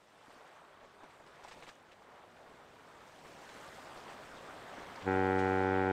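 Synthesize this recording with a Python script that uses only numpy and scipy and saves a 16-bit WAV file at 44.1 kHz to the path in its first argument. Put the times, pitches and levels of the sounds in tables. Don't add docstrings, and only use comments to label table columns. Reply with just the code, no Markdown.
import sys
import numpy as np
from scipy import signal
from scipy.fft import rfft, irfft, next_fast_len
from scipy.io import wavfile
from scipy.ndimage import uniform_filter1d

SR = 44100
rng = np.random.default_rng(int(sys.argv[2]) if len(sys.argv) > 2 else 0)


def persist_wave(psi):
    counts = np.round(np.clip(psi, -1, 1) * 32767).astype(np.int16)
    wavfile.write(sys.argv[1], SR, np.atleast_2d(counts).T)


N = 261072
TIME = np.arange(N) / SR

# time_s, level_db
SURGE_LEVEL = [(0.0, -73), (1.48, -67), (1.59, -65), (1.66, -69), (3.19, -64), (3.26, -60.5), (3.41, -62),
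               (4.94, -57), (5.0, -59)]
# time_s, level_db
WASH_LEVEL = [(0.0, -67), (0.15, -63), (0.42, -59.5), (1.25, -61.5), (1.48, -57.5), (1.67, -61.5),
              (1.89, -62), (3.05, -58), (3.52, -55.5), (4.68, -52.5), (5.0, -49.5), (5.9, -48.5)]
# time_s, level_db
FOAM_LEVEL = [(0.0, -76.5), (0.36, -72), (0.76, -78), (1.45, -73.5), (1.6, -69.5), (1.73, -75),
              (1.89, -77.5), (2.82, -74), (3.56, -64), (4.42, -67), (4.88, -65.5), (5.61, -65), (5.79, -68),
              (5.92, -69.5)]
# frequency_hz, density_db (per Hz)
SURGE_SPECTRUM = [(10, -17), (25, -8), (45, -5), (65, -3), (100, -0.5), (125, -1.5), (152, 3.5), (185, 0),
                  (270, 1.5), (380, 1.5), (500, -1), (800, -34.5)]
WASH_SPECTRUM = [(150, -37.5), (270, -14), (400, -5.5), (600, 0), (850, -0.85), (1200, -3), (1600, -6),
                 (2100, -11), (2700, -16.5), (3400, -17), (5000, -27), (9000, -54)]
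FOAM_SPECTRUM = [(700, -7), (1800, 8.5), (3200, 4), (4200, 2), (5500, 0), (7000, -2.5), (8600, -3.5),
                 (9200, -34), (11000, -34), (15500, -47)]
SPRAY_SPECTRUM = [(5000, -10), (8500, 3), (10000, -2), (12500, -5), (14000, -7), (15500, -10)]
# start_s, peak_db, centre_hz, length_s, thrown_foam_db
SLAP_EVENTS = [(.27, -47.5, 1000, .08, -77), (.828, -47, 800, 0.029, -72), (1.025, -48.5, 806, 0.015, -68),
               (1.095, -59, 2500, .012, -69), (1.2, -49, 654, 0.034, -80),
               (1.264, -48.5, 2900, 0.0074, -74), (1.435, -49, 2000, 0.007, -60),
               (1.475, -45, 1400, 0.011, -60), (1.511, -42.5, 2000, 0.014, -60.5),
               (1.559, -44.5, 766, .03, -69), (1.624, -42.5, 1800, .01, -61),
               (1.667, -43.5, 1790, .016, -60), (1.689, -41.5, 3100, .006, -63),
               (1.916, -50, 2500, .011, -72), (2.36, -50, 1410, 0.033, -77), (2.46, -49, 650, 0.057, -80),
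               (3.005, -46, 1400, .019, -71), (3.244, -44.5, 1050, .042, -65),
               (3.49, -43.5, 2300, 0.0066, -71), (3.55, -44, 1250, .08, -76),
               (3.959, -41.5, 850, 0.021, -63), (4.08, -42, 2000, 0.024, -64),
               (4.332, -42.5, 650, 0.04, -64), (4.769, -40, 950, 0.042, -73),
               (5.012, -40, 2531, 0.0097, -73), (5.388, -39.5, 3600, 0.01, -57),
               (5.593, -36, 680, .018, -75)]
# start_s, level_db, initial_pitch_hz, ring_time_s (to -60 dB)
SINGLE_BUBBLES = [(1.033, -47, 800, .025), (1.4485, -36, 850, .018), (1.4535, -38, 850, .018),
                  (1.755, -50, 6500, .002), (1.828, -59, 10000, .0015), (4.265, -53, 8000, .005),
                  (4.957, -43, 2100, .008), (4.961, -42, 4700, .005)]
# harmonic_number, level_db
HORN_PARTIALS = [(1, -6), (2, -5), (3, -2), (4, 0), (5, 0), (6, -10), (7, -17), (8, -3), (9, -4), (10, -15),
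                 (11, -17), (12, -24), (13, -25), (14, -12), (15, -9), (16, -10), (17, -13), (18, -18),
                 (19, -19), (20, -14), (21, -17), (22, -24), (23, -22), (24, -20), (25, -23), (26, -23),
                 (27, -30), (28, -35), (29, -37), (30, -34), (31, -37), (32, -32), (33, -36), (34, -34),
                 (35, -37), (36, -38), (37, -39)]
# delay_s, share (ratio)
PULSE_SMEAR = [(.000495, -.66), (.00147, .33)]

SETTLE_S = .023
HORN_DB = -30
FIRST_PULSE_S, BLAST_S, ATTACK_S = 5.0226, 5.026, .053
CRACKED_DB, SAG_DB_PER_S = -24, .4
PITCH_HZ, CREEP_HZ_PER_S = 94.75, .14
EDGE_HZ = 15680


def amp(db):
    return 10 ** (np.asarray(db) / 20)


def unit(x):
    return x / np.sqrt(np.mean(x ** 2) + 1e-20)


def read(points, hz):
    point_hz, value = np.transpose(points)
    return np.interp(np.log(hz + 1), np.log(point_hz + 1), value)


def follow(rows, column=1):
    rows = np.asarray(rows)
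    return np.interp(TIME, rows[:, 0], rows[:, column])


def add(mix, start_s, sound):
    part = mix[round(start_s * SR):][:len(sound)]
    part += sound[:len(part)]


def colour(x, points):
    gain = amp(read(points, np.fft.rfftfreq(N, 1 / SR)))
    return unit(irfft(rfft(x) * gain, N))


def drift(rate_hz):
    size = next_fast_len(N)
    hz = np.fft.rfftfreq(size, 1 / SR)
    spectrum = rfft(rng.standard_normal(size)) / (1 + (hz / rate_hz) ** 4)
    return unit(irfft(spectrum, size)[:N])


def bubble(hz, t60):
    t = np.arange(int(t60 * SR) + 8) / SR
    decay = amp(-60 * t / t60)
    onset = 1 - np.exp(-4 * hz * t)
    return decay * onset * np.sin(2 * np.pi * hz * t * (1 + .1 * t / t60))


def bubbling(low_hz, high_hz, per_s, spread_db, cycles, count=36):
    out = np.zeros(N)
    for hz in np.geomspace(low_hz, high_hz, count):
        sizes = amp(spread_db * np.minimum(rng.exponential(1, N), 4))
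        sizes *= rng.random(N) < per_s / count / SR
        out += signal.oaconvolve(sizes, hz * bubble(hz, cycles / hz))[:N]
    return unit(out)


def churn(patchy_db):
    spectrum = signal.stft(rng.standard_normal(N), nperseg=512)[2]
    patches = rng.standard_normal(spectrum.shape)
    for axis in (0, 1):
        patches = uniform_filter1d(patches, size=7, axis=axis)
    hiss = signal.istft(spectrum * amp(patchy_db * unit(patches)), nperseg=512)[1]
    return unit(hiss[:N])


def rumble():
    return amp(follow(SURGE_LEVEL)) * colour(rng.standard_normal(N), SURGE_SPECTRUM)


def wash(trim_db=1.0, gurgle=0.28, lap_db=0.86, lap_hz=5):
    gurgles = bubbling(307.0, 3660, per_s=700, spread_db=0.5, cycles=18.6)
    level = amp(follow(WASH_LEVEL) + trim_db + lap_db * drift(lap_hz))
    return level * colour(churn(patchy_db=-1.4) + gurgle * gurgles, WASH_SPECTRUM)


def thrown():
    t = np.arange(SR // 3) / SR
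    power = np.zeros(N)
    for start_s, _, _, length_s, fizz_db in SLAP_EVENTS:
        envelope = np.minimum(t / length_s, np.exp((length_s - t) / SETTLE_S))
        add(power, start_s, (amp(fizz_db) * envelope) ** 2)
    return np.sqrt(power)


def foam(trim_db=4, thrown_db=2, crackle=0.36):
    level = np.hypot(amp(follow(FOAM_LEVEL) + trim_db), amp(thrown_db) * thrown())
    ticks = bubbling(2100, 8800, per_s=1500, spread_db=4.0, cycles=17)
    return level * colour(churn(patchy_db=2.1) + crackle * ticks, FOAM_SPECTRUM)


def spray(trim_db=-7.5, thrown_db=-16.5, patter=0.55, flicker_db=0.7, flicker_hz=12,
          crest_s=3.9, thinning_db_per_s=2.0):
    thinning_db = thinning_db_per_s * np.maximum(TIME - crest_s, 0)
    level_db = follow(FOAM_LEVEL) + trim_db - thinning_db + flicker_db * drift(flicker_hz)
    level = np.hypot(amp(level_db), amp(thrown_db) * thrown())
    drops = bubbling(7300, 15000, per_s=830, spread_db=2.5, cycles=15)
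    return level * colour(churn(patchy_db=-2.5) + patter * drops, SPRAY_SPECTRUM)


def slaps(trim_db=-1, spread=0.587, cycles=7, top_hz=6500, count=40):
    out = np.zeros(N)
    for start_s, peak_db, centre_hz, length_s, _ in SLAP_EVENTS:
        cloud = np.zeros(SR // 4)
        for when, offset in zip(rng.random(count), rng.standard_normal(count)):
            hz = np.clip(centre_hz * np.exp(spread * offset), 280, 14000)
            size = np.exp(-when) / (1 + (hz / top_hz) ** 4)
            add(cloud, 2 * length_s * when, size * bubble(hz, cycles / hz))
        add(out, start_s, amp(peak_db + trim_db) * cloud / abs(cloud).max())
    for start_s, level_db, hz, ring_s in SINGLE_BUBBLES:
        add(out, start_s, amp(level_db) * bubble(hz, ring_s))
    return out


def harbour(x, t60=1.1, dull_hz=1800):
    t = np.arange(SR) / SR
    tail = rng.standard_normal(SR) * amp(-60 * t / t60) * (t > .03)
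    tail = signal.lfilter(*signal.butter(1, dull_hz, fs=SR), tail)
    return signal.oaconvolve(x, tail / np.linalg.norm(tail))[:N]


def bell_phase(hz, level_db):
    grid_hz = np.fft.fftfreq(SR, 1 / SR)
    curve_hz = np.r_[0, hz, 6000]
    curve_db = np.r_[level_db[0] - 17, level_db, level_db[-1] - 18]
    bell_db = np.interp(abs(grid_hz), curve_hz, curve_db)
    phase = -signal.hilbert(np.log(amp(bell_db))).imag[hz.astype(int)]
    for delay_s, share in PULSE_SMEAR:
        echo = np.exp(-2j * np.pi * hz * delay_s)
        phase += np.angle((share + echo) / (1 + share * echo))
    return phase


def horn(brighten_hz=190, shimmer_hz=16, sway=1.2, sway_hz=2.7, air_db=-29.0):
    order, level_db = np.transpose(HORN_PARTIALS)
    age = np.maximum(TIME - BLAST_S, 0)
    drive_db = CRACKED_DB * np.maximum(1 - age / ATTACK_S, 0) - SAG_DB_PER_S * age
    pitch_hz = PITCH_HZ + CREEP_HZ_PER_S * age
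    turns = np.cumsum(pitch_hz) / SR
    turns -= np.interp(FIRST_PULSE_S, TIME, turns)
    partial_hz = order * pitch_hz[-1]
    phase = bell_phase(partial_hz, level_db)
    tone = np.zeros(N)
    for k, hz, partial_db, angle in zip(order, partial_hz, level_db, phase):
        waver_db = .38 * (hz / 500) ** .2
        wander = np.log(amp(waver_db)) * drift(shimmer_hz)
        level_waver_db = waver_db * (drift(shimmer_hz) + sway * drift(sway_hz))
        gain = amp(partial_db + drive_db * np.sqrt(hz / brighten_hz) + level_waver_db)
        tone += gain * np.cos(2 * np.pi * k * turns + angle + wander)
    tone *= 1 + amp(air_db) * drift(700)
    full_drive_rms = np.sqrt(np.sum(amp(level_db) ** 2) / 2)
    return amp(HORN_DB) * tone * (TIME > FIRST_PULSE_S) / full_drive_rms


def scene():
    water = rumble() + wash() + foam() + spray() + slaps()
    blast = horn()
    scatter = amp(-31) * harbour(blast)
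    return (water + scatter + blast)[None]


def record(dry):
    fade = np.minimum((TIME[-1] - TIME) / .003, 1)
    low_pass = signal.firwin(511, EDGE_HZ, window=("kaiser", 9), fs=SR)
    return signal.oaconvolve(dry * fade, low_pass[None], "same")


dry = scene()
out = record(dry)
persist_wave(out)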